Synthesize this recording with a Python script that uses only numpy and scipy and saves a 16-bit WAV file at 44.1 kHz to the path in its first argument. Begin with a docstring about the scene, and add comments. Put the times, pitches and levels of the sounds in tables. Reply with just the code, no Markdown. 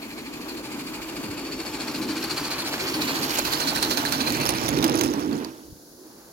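"""A small live-steam locomotive's exhaust chuffs 13 to 14 times a second: noise swells through chimney
resonances. The burner's flame and flue are resonant noise throbbing with the blasts; steam leaks as a bright
hiss. Wheels drum, roar and rumble as coloured noise; loose metal rattles, chinks and knocks as struck modes. It
pulls a van and coaches along a garden track, passing close on the right of a low microphone. From about 5.5 s
only a faint far rumble and a quiet garden remain."""
import sys
import numpy as np
from scipy import signal
from scipy.fft import rfft, irfft, next_fast_len
from scipy.io import wavfile
from scipy.ndimage import uniform_filter1d, map_coordinates

SR = 44100
rng = np.random.default_rng(int(sys.argv[2]) if len(sys.argv) > 2 else 0)


def dump(signal):
    """Clip the signal to [-1, 1] and save it as 16-bit WAV at the path in sys.argv[1]."""
    limited = np.clip(np.atleast_2d(signal).T, -1, 1)
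    pcm = np.round(limited * 32767).astype(np.int16)
    wavfile.write(sys.argv[1], SR, pcm)


N = 278712
TIME = np.arange(N) / SR
LENGTH = next_fast_len(N, real=True)
FREQS = np.maximum(np.fft.rfftfreq(LENGTH, 1 / SR), 1)

# loose couplings and axles: (time [s], level before offsets [dB])
RATTLE_LEVEL = [(0, -81), (1.5, -50), (2.5, -41), (3.5, -38.5), (4.2, -37.5), (4.35, -38.5), (5.03, -35.5),
                (5.15, -44.5), (5.42, -49.5), (5.55, -59), (6.32, -91)]


def from_db(db):
    """Decibels to gain."""
    return 10 ** (np.asarray(db) / 20)


def rms_one(x):
    """Scale to an rms of 1."""
    return x / np.sqrt(np.mean(x ** 2) + 1e-20)


def in_time(rows):
    """Each column of a curve at every sample."""
    s, *columns = np.transpose(rows)
    return [np.interp(TIME, s, column) for column in columns]


def drift(rate_hz):
    """Slow chance of rms 1: straight lines between random knots."""
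    knots = np.arange(0, TIME[-1] + .1, 1 / rate_hz)
    return rms_one(np.interp(TIME, knots, rng.standard_normal(len(knots))))


def noise(spectrum, alike_hz, resonances=()):
    """Coloured stereo noise of rms 1; the sides are alike well below alike_hz and part ways above."""
    hz, db = np.transpose(spectrum)
    low_cut_db = 24 * np.maximum(np.log2(hz[0] / FREQS), 0)  # 24 dB per octave under the first point
    db = np.interp(np.log(FREQS), np.log(hz), db) - low_cut_db
    for centre_hz, width_hz, lift_db in resonances:
        db = db + lift_db / (1 + (2 * (FREQS - centre_hz) / width_hz) ** 2)
    gain = from_db(db)
    alike = 1 / (1 + FREQS / alike_hz)
    mid, side = rng.standard_normal((2, 2 * len(FREQS))).view(complex)
    mid = mid * gain * np.sqrt(1 + alike)
    side = side * gain * np.sqrt(1 - alike)
    return rms_one(irfft([mid + side, mid - side], LENGTH)[:, :N])


def waver(x, depth=.018, rate_hz=9, order=3):
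    """Reading at a drifting speed makes the pitch of resonances waver by chance."""
    reading = np.cumsum(1 + depth * drift(rate_hz))
    return np.array([map_coordinates(side, [reading], order=order, mode="mirror") for side in x])


def ring(clicks, hz, t60_s):
    """A two-pole resonator: a unit click sets a decaying sine ringing."""
    r = from_db(-60 / (t60_s * SR))
    w = 2 * np.pi * min(hz, 16000) / SR
    return signal.lfilter([0, np.sin(w)], [1, -2 * r * np.cos(w), r * r], clicks + 1e-18)


def throb(power, depth):
    """A gain that follows each blast relative to the local mean power, whatever the distance."""
    pulse = power / (np.abs(uniform_filter1d(power, size=SR // 7)) + 1e-9)
    return np.sqrt(1 - depth + depth * pulse)


def pan(x, right_db):
    """Lean to the right at constant power."""
    ratio = from_db(right_db)
    return x * [np.ones(N), ratio] * np.sqrt(2 / (1 + ratio ** 2))


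def place(x, bearing, pan_db, lag_s=0.000503):
    """The left hears a source on the right later and quieter; one on the left reaches it sooner."""
    left, right = pan(x, np.maximum(bearing, 0) * pan_db)
    return np.array([np.interp(TIME - bearing * lag_s, TIME, left), right])


def shade(x, bearing, shadow_db=11.5, shadow_hz=4200, even_bearing=0.25):
    """The microphone's body keeps the treble from the far side."""
    low = signal.sosfiltfilt(signal.butter(2, shadow_hz, fs=SR, output="sos"), x)
    return low + pan(x - low, (bearing - even_bearing) * shadow_db)


def ground_echo(x, far_lag_s=0.000865, near_lag_s=.0026, echo_db=-13, right_extra_s=0.000668):
    """A bounce off the paving combs the sound; its detour is longest as the engine passes."""
    lag_s = far_lag_s + (near_lag_s - far_lag_s) / (1 + ((TIME - 3.5) / 0.794) ** 2)
    extras_s = (0, right_extra_s)
    echo = np.array([np.interp(TIME - lag_s - extra, TIME, side) for side, extra in zip(x, extras_s)])
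    return (x + from_db(echo_db) * echo) / np.hypot(1, from_db(echo_db))


def breeze():
    """Air stirring at the microphone: low noise of drifting level."""
    # (time [s], level [dB])
    air_level = [(0, -56.5), (.8, -54), (1.9, -57), (2.7, -59), (3.5, -53), (5.6, -66), (6.32, -71)]
    spectrum = [(25, -13), (55, 2), (90, -11), (300, -19), (1000, -68)]
    return from_db(in_time(air_level)[0] + 2 * drift(5.4)) * noise(spectrum, alike_hz=60)


def thumps():
    """Soft thumps at the microphone: low noise under Gaussian swells."""
    # (time [s], peak level [dB], half length to 1/e [s])
    swells = [(1.295, -43, 0.03), (5.717, -46, 0.052)]
    swell = sum(from_db(db) * np.exp(-((TIME - s) / half_s) ** 2) for s, db, half_s in swells)
    spectrum = [(30, -10), (70, -5), (115, -5), (250, -23), (1000, -70)]
    return swell * from_db(3.3 * drift(60)) * noise(spectrum, alike_hz=500)


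def garden(hiss_db=-49.5):
    """Faint steady outdoor hiss, a light breeze and two soft thumps."""
    # (frequency [Hz], relative density [dB per Hz])
    hiss_spectrum = [(25, -7), (100, 10), (300, 18), (470, 17), (750, 6), (1250, -3), (1550, 3.5),
                     (2200, -17), (3100, -9), (4300, 7.5), (7000, 6), (8200, -5.5), (10000, 5.5),
                     (16000, 1)]
    return from_db(hiss_db) * noise(hiss_spectrum, alike_hz=1500) + breeze() + thumps()


def track_bed(gain_db=-3.5):
    """Rough rails make the track bed rumble: deep noise."""
    # (time [s], level before gain_db [dB])
    bed_level = [(0, -54.5), (2.6, -44), (3.6, -38.5), (4.15, -38), (4.68, -29.5), (5.1, -34.5),
                 (5.45, -44.5), (5.8, -77), (6.32, -65)]
    # (frequency [Hz], relative density [dB per Hz])
    rumble_spectrum = [(20, -34), (40, -30), (62, -6.5), (100, -7), (142, 1), (185, -12.5), (260, -8.5),
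                       (500, -67)]
    return from_db(in_time(bed_level)[0] + gain_db) * noise(rumble_spectrum, alike_hz=1500)


def drumming(lumps_db=1.67, lumps_hz=9):
    """Rough rails make the hollow bodies drum: resonant noise of wavering pitch."""
    # (time [s], level [dB])
    drum_level = [(0, -38), (1.05, -38.5), (1.2, -37), (1.95, -34.5), (2.1, -31), (2.3, -38), (2.8, -34.5),
                  (3.0, -31), (3.6, -34.5), (3.85, -28.5), (4.1, -33), (4.45, -28.5), (4.6, -29),
                  (4.72, -26.5), (5.05, -22), (5.22, -29), (5.38, -28.5), (5.56, -43), (5.8, -54),
                  (6.1, -48.5), (6.32, -61)]
    # (frequency [Hz], relative density [dB per Hz])
    drum_spectrum = [(120, -22), (190, -12), (240, -4.5), (285, -0.5), (316, 2.5), (360, -5), (420, -9.5),
                     (520, -15), (800, -48)]
    body = waver(noise(drum_spectrum, alike_hz=7040), depth=.04, rate_hz=7, order=1)
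    # many wheels keep the drive even
    body /= np.sqrt(uniform_filter1d(np.mean(body ** 2, axis=0), size=SR // 8))
    return from_db(in_time(drum_level)[0] + lumps_db * drift(lumps_hz)) * body


def tread_roar(uneven_db=2.0):
    """Treads roar on the rails: noise of uneven level."""
    # (time [s], level [dB])
    roar_level = [(0, -47.5), (1.1, -42.5), (1.7, -42), (2.8, -38), (3.3, -35.5), (4.05, -34), (4.3, -33),
                  (4.85, -30.5), (5.42, -39.5), (5.75, -66), (6.13, -57), (6.32, -57)]
    # (frequency [Hz], relative density [dB per Hz])
    roar_spectrum = [(250, -6), (480, 4), (640, 7.5), (730, 5), (880, 8.5), (1300, 2), (1530, 2),
                     (1950, -3), (2450, -6), (3300, -7.5), (4400, -10.5), (6000, -35), (8300, -40),
                     (16000, -51)]
    return from_db(in_time(roar_level)[0] + uneven_db * drift(56)) * noise(roar_spectrum, alike_hz=1710)


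def running_gear(clicks, spread_db=-2.0):
    """Every contact excites the modes with new strengths, differently towards each side."""
    # (frequency [Hz], level [dB], t60 [s])
    gear_modes = [(634, -25, 0.013), (1390, -2.5, 0.0079), (2660, -11.5, 0.024), (4670, 1.5, 0.0047),
                  (5500, 4.5, 0.0085), (6600, -1, 0.0059), (9900, -2, 0.0044), (12100, -14, 0.0024),
                  (13200, -5, 0.0033), (14600, -11, .002)]
    at = np.flatnonzero(clicks)
    out = np.zeros((2, N))
    for hz, db, t60_s in gear_modes:
        strikes = np.zeros((2, N))
        signs = rng.choice([-1, 1], len(at))
        strengths_db = db + spread_db * rng.standard_normal((2, len(at)))
        strikes[:, at] = clicks[at] * signs * from_db(strengths_db)
        out += ring(strikes, hz, t60_s)
    return out


def rattle(per_s=380, size_db=3.5, grate_db=-4, grit_db=5.0, clump_db=3):
    """Tiny contacts of axles and couplings come in clumps, while the flanges grate in short bursts."""
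    # flanges on the rails: (frequency [Hz], relative density [dB per Hz])
    grate_spectrum = [(400, 16), (1900, 17), (2500, 7), (3400, 19), (5500, 12), (6900, 4), (7600, -11),
                      (10000, -22), (16000, -23)]
    born = rng.random(N) < per_s * from_db(clump_db * drift(40)) / SR
    sizes = from_db(size_db * np.minimum(rng.exponential(1, N), 4))
    contacts = rms_one(running_gear(born * sizes))
    grating = rms_one(from_db(grit_db * drift(500)) * noise(grate_spectrum, alike_hz=1500))
    return from_db(in_time(RATTLE_LEVEL)[0]) * rms_one(contacts + from_db(grate_db) * grating)


def pings(per_s=190, ping_db=-2.5, size_db=4, low_hz=2300, high_hz=11000, ring_cycles=55):
    """Small loose parts chink at random: decaying sines, each at a pitch of its own."""
    born = np.flatnonzero(rng.random(N) < per_s / SR)
    age_s = np.arange(SR // 16) / SR
    out = np.zeros((2, N + len(age_s)))
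    for at, (pitch, left, right) in zip(born, rng.random((len(born), 3))):
        hz = low_hz * (high_hz / low_hz) ** pitch
        sizes = from_db(size_db * np.minimum(-np.log([[left], [right]]), 3))
        decay = from_db(-60 * age_s * hz / ring_cycles)
        out[:, at:at + len(age_s)] += sizes * decay * np.sin(2 * np.pi * hz * age_s)
    return from_db(in_time(RATTLE_LEVEL)[0] + ping_db) * rms_one(out[:, :N])


def knocks(body_db=-19, crack_db=-3, graze_s=0.00048, bounce_s=0.0044, bounce_db=-8,
           ring_t60_s=.026, pair_split=.035):
    """A wheel, rod or coupling grazes, then strikes: a crack, a pair of close modes and one bounce."""
    # (time [s], strike level before offsets [dB], crack decay [s], ring pitch [Hz], ring re strike [dB])
    strikes = [(2.241, -21, .003, 11300, -8), (2.74, -29, 0.0026, 1600, 6), (3.387, -15, 0.0032, 7100, -3),
               (3.392, -17, 0.0018, 11400, -5), (3.452, -17, 0.0025, 4530, -12),
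               (3.536, -16, .0015, 4400, -7), (3.827, -14, 0.0033, 4580, -28),
               (3.912, -17, 0.0023, 4430, -16), (3.973, -18.5, 0.0085, 4450, 0),
               (4.052, -20.5, 0.0022, 1640, 2.5), (4.123, -16.5, 0.0055, 4320, -4),
               (4.278, -23, .002, 4270, -13), (4.304, -16.5, 0.0011, 4400, -4),
               (4.3228, -16, 0.0022, 10600, -16), (4.401, -20, 0.0013, 9900, -18),
               (4.416, -23, 0.002, 4400, -17), (4.455, -14, .001, 6760, -14),
               (4.463, -15.5, .0015, 5450, -3), (4.472, -16, .001, 5250, -13),
               (4.491, -14.5, 0.0064, 9570, -4.5), (4.505, -20, 0.0024, 9800, -5),
               (4.655, -26, .001, 5200, 0), (4.662, -23, 0.00092, 6000, -1), (4.682, -19, 0.0032, 3600, -5),
               (4.689, -17.5, 0.0046, 9750, -5), (4.739, -28, 0.00085, 5700, -4),
               (4.788, -20.5, 0.0019, 3740, -4), (4.827, -19.5, 0.0047, 3680, -2),
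               (4.842, -12, 0.0049, 5130, -10), (4.865, -20, 0.0013, 6200, -18),
               (4.886, -36, .001, 5000, -5), (4.897, -18.5, 0.0015, 10000, -18),
               (4.942, -26, 0.0016, 6900, -5), (4.955, -21, 0.0013, 10600, -2.5),
               (4.961, -28, 0.0015, 10600, -14), (4.974, -26, .0015, 10500, -17),
               (4.988, -20, .002, 9800, -9), (4.994, -30, .0015, 6600, 6), (5.0113, -11, 0.0027, 6300, -7),
               (5.036, -21.5, 0.0099, 6400, -4), (5.060, -22, 0.0019, 10500, -16),
               (5.138, -23, 0.0012, 5800, -5), (5.195, -26, 0.0017, 6100, -18),
               (5.329, -31, 0.0026, 4600, -1), (5.447, -25, 0.0019, 4600, -4.5)]
    # steel on steel: (frequency [Hz], relative density [dB per Hz])
    crack_spectrum = [(500, 11.5), (1500, 3), (3500, 3.5), (6500, 4.5), (7700, -6.5), (10000, -0.5),
                      (13000, -2), (16000, -5)]
    clicks, crack, tones = np.zeros(N), np.zeros(N), np.zeros(N)
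    for (s, db, crack_s, hz, ring_db), chance in zip(strikes, rng.random(len(strikes))):
        clicks[int(s * SR)] += from_db(db)
        clicks[int((s + bounce_s * (.5 + chance)) * SR)] += from_db(db + bounce_db)
        near = slice(int((s - .01) * SR), int((s + .06) * SR))
        before_s = np.maximum(s - TIME[near], 0)
        after_s = np.maximum(TIME[near] - s, 0)
        crack[near] += from_db(db) * np.exp(-before_s / graze_s - after_s / crack_s)
        pair_hz = [hz * (1 + side * pair_split / 2) for side in (-1, 1)]
        pair = sum(np.sin(2 * np.pi * mode_hz * after_s) for mode_hz in pair_hz) / np.sqrt(2)
        tones[near] += from_db(db + ring_db - 60 * after_s / ring_t60_s) * pair
    cracks = from_db(crack_db) * crack * noise(crack_spectrum, alike_hz=2000)
    return from_db(body_db) * running_gear(clicks) + tones + cracks


def leak(flutter_db=2.35):
    """Steam leaking at cylinders and glands: a bright hiss with a slight sputter."""
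    # (time [s], level [dB])
    leak_level = [(0, -48), (.55, -46.5), (.9, -45.5), (1.6, -45.5), (2.2, -40.5), (2.6, -40), (3, -35),
                  (3.35, -32), (3.8, -35), (4.2, -35), (4.55, -38.5), (5, -43.5), (6.32, -95)]
    # (frequency [Hz], relative density [dB per Hz])
    leak_spectrum = [(1500, 8.5), (3000, 13), (4300, 8), (5500, 6), (7000, 8.5), (8300, -0.5), (9200, -7),
                     (10300, 0.5), (12000, 10), (16000, 1.5)]
    return from_db(in_time(leak_level)[0] + flutter_db * drift(120)) * noise(leak_spectrum, alike_hz=1190)


def burner(power, flutter_db=1.5, flue_draught=0.65, flame_draught=0.12):
    """Each blast draws the fire: the flame roars and the flue sings in time with the puffs."""
    # (time [s], flue singing level [dB], flame roar level [dB])
    burner_levels = [(0, -45.5, -57), (.8, -50, -48), (1.6, -47.5, -49.5), (2.3, -46.5, -42),
                     (3.1, -37, -42.5), (3.6, -76, -42), (4.4, -34.5, -52), (5.1, -53, -79),
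                     (5.6, -95, -95)]
    # resonances: (centre [Hz], width [Hz], lift [dB])
    flue = (2435, 710, 15)
    flame = (1177, 420, 11.5)
    sing_db, roar_db = in_time(burner_levels)
    sing = noise([(1700, 4), (3000, -2), (6000, -11)], alike_hz=3000, resonances=[flue])
    roar = noise([(800, 7), (2000, 4), (5000, -34)], alike_hz=3000, resonances=[flame])
    sing = from_db(sing_db) * throb(power, flue_draught) * waver(sing)
    roar = from_db(roar_db) * throb(power, flame_draught) * roar
    return (sing + roar) * from_db(flutter_db * drift(70))


def beats(first_beat_s=0.03, limp_db=.5, scatter_db=.6):
    """The wheels open the ports in turn, four to a turn: rows of (time [s], level [dB])."""
    # (start [s], exhaust beats per second [Hz])
    pace = [(0, 12.916), (.655, 13.504), (1.247, 14.086), (3.235, 13.276), (4.139, 14.203)]
    # top of a puff: (time [s], level before the ahead and alongside gains [dB])
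    puff_level = [(0, -42), (.42, -44), (.7, -39), (1.0, -40.5), (1.55, -42), (1.8, -32), (2.12, -30.5),
                  (2.35, -28), (2.58, -28), (2.68, -30.5), (2.82, -28), (3.05, -27.5), (3.3, -26),
                  (3.55, -24.5), (3.72, -19.5), (3.88, -21), (3.99, -23), (4.06, -26), (4.15, -24),
                  (4.35, -26.5), (4.6, -31), (4.95, -53)]
    # uneven valves, every other beat early, the next late: (time [s], shift [s])
    limp_shift = [(3.6, 0.0014), (3.95, 0.0028)]
    starts_s, per_s = np.transpose(pace)
    phase = np.cumsum(per_s[np.searchsorted(starts_s, TIME, side="right") - 1]) / SR
    first, last = np.interp([first_beat_s, puff_level[-1][0]], TIME, phase)
    openings = np.arange(first, last)
    limp = (-1) ** np.arange(len(openings))  # 1 early and stronger, -1 late and weaker
    s = np.interp(openings, phase, TIME)
    s = s - np.interp(s, *np.transpose(limp_shift)) * limp
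    scatter = scatter_db * rng.standard_normal(len(s))
    return zip(s, np.interp(s, *np.transpose(puff_level)) + limp_db * limp + scatter)


def blasts(rise_s=0.0083, hold_s=0.004, fall_s=0.018):
    """Blast-pipe steam power: at each opening a quick swell, a short hold, then a bleed away."""
    power = np.zeros(N)
    for s, db in beats():
        near = slice(max(int((s - .05) * SR), 0), int((s + .1) * SR))
        age_s = TIME[near] - s
        rise = (np.minimum(age_s, 0) / rise_s) ** 2
        fall = (np.maximum(age_s - hold_s, 0) / fall_s) ** 1.3
        power[near] += from_db(db) ** 2 * np.exp(-rise - fall)
    return power


def speak(puffs, bands_hz=((1400, 1700), (3950, 4350), (4350, 4750)), change_db=2.0, rate_hz=14):
    """The pipe resonances drift in strength at about the pace of the puffs."""
    for band_hz in bands_hz:
        part = signal.sosfiltfilt(signal.butter(1, band_hz, "band", fs=SR, output="sos"), puffs)
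        puffs = puffs + part * (from_db(change_db * drift(rate_hz)) - 1)
    return puffs


def exhaust(power, ahead_db=5, alongside_db=-2.0, sputter_db=1.5, garden_db=-6.5, garden_s=0.038):
    """Each blast of steam rushes up the chimney and excites its resonances."""
    # (frequency [Hz], ahead relative density [dB per Hz], alongside relative density [dB per Hz])
    blast = [(155, 7, -8), (400, -3.5, -14.5), (684, -15, -11.5), (1140, -8, -10.5), (2000, -7, -5.5),
             (2800, 0, -7.5), (3100, -5, -12), (4800, 1, -12), (6470, -13.5, -15.5), (8500, -16, -25.5),
             (11200, -8, -22), (16000, -24, -24)]
    # chimney and blast pipe: (centre [Hz], width [Hz], lift ahead [dB], lift alongside [dB])
    chimney = [(867, 69, 20, 4.5), (1535, 68, 10, 8), (2350, 530, 10.5, -28), (4050, 230, -10, 10.5),
               (4434, 420, 10.5, 12.5), (7380, 1250, 17, -4), (9180, 390, 14.5, 15.5)]
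    # (time [s], share of the power heard from alongside [0..1])
    alongside_share = [(0, 0.84), (1.5, 0), (1.9, 0.89), (2.3, 0.91), (2.9, 0.94), (3.5, 0.98), (6.32, 1)]
    # from afar, scatter off fence and shrubs fills the gaps between puffs
    keep = np.exp(-1 / (garden_s * SR))
    scatter = signal.lfilter([1 - keep], [1, -keep], power)
    far_power = power + from_db(garden_db) ** 2 * scatter
    ahead = noise([(hz, db) for hz, db, _ in blast], alike_hz=3140,
                  resonances=[(hz, width, db) for hz, width, db, _ in chimney])
    beside = noise([(hz, db) for hz, _, db in blast], alike_hz=3180,
                   resonances=[(hz, width, db) for hz, width, _, db in chimney])
    share = in_time(alongside_share)[0]
    puffs = from_db(ahead_db) * np.sqrt((1 - share) * far_power) * ahead
    puffs = puffs + from_db(alongside_db) * np.sqrt(share * power) * waver(beside)
    return puffs * from_db(sputter_db * drift(200))


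def scene(treads_behind=0.57):
    """The engine swings to the right first; the carriages follow."""
    # (time [s], engine bearing [0 = straight ahead, 1 = beside the right ear])
    engine_bearing = [(0, -0.28), (1.5, -0.11), (2.3, -0.0099), (2.9, 0.35), (3.3, 0.68), (3.7, 1),
                      (4.4, 0.86), (5.3, 0.91), (5.8, 0.45), (6.32, 0.032)]
    # (time [s], bearing of the train's middle [same scale])
    train_bearing = [(0, -0.58), (2, -0.2), (3.3, -0.38), (4.2, 0.26), (4.8, 0.61), (5.3, 0.73),
                     (5.7, 0.41), (6.32, 0.43)]
    # rattle from the rods, in time with the beats: (time [s], share of power [0..1])
    rod_share = [(4.15, .4), (4.35, 0)]
    engine = in_time(engine_bearing)[0]
    train = in_time(train_bearing)[0]
    loudest_wheels = engine + treads_behind * (train - engine)
    power = blasts()
    low = place(drumming(), train, pan_db=9) + place(track_bed(), engine, pan_db=8.5)
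    treads = place(tread_roar(), loudest_wheels, pan_db=7.0)
    loose = (rattle() + pings()) * throb(power, in_time(rod_share)[0])
    metal = place(loose + knocks(), engine, pan_db=8.0)
    cylinders = place(leak() * throb(power, depth=0.067), engine, pan_db=0.5)
    boiler = place(burner(power), engine, pan_db=0)
    chimney = place(ground_echo(speak(exhaust(power))), engine, pan_db=1.5)
    return garden() + low + shade(treads + metal + cylinders + boiler + chimney, engine)


def record(dry, cutoff_hz=16100):
    """The top is cut steeply."""
    gain = 1 / np.sqrt(1 + (FREQS / cutoff_hz) ** 400)
    return irfft(rfft(dry, LENGTH) * gain, LENGTH)[:, :N]


dry = scene()
out = record(dry)
dump(out)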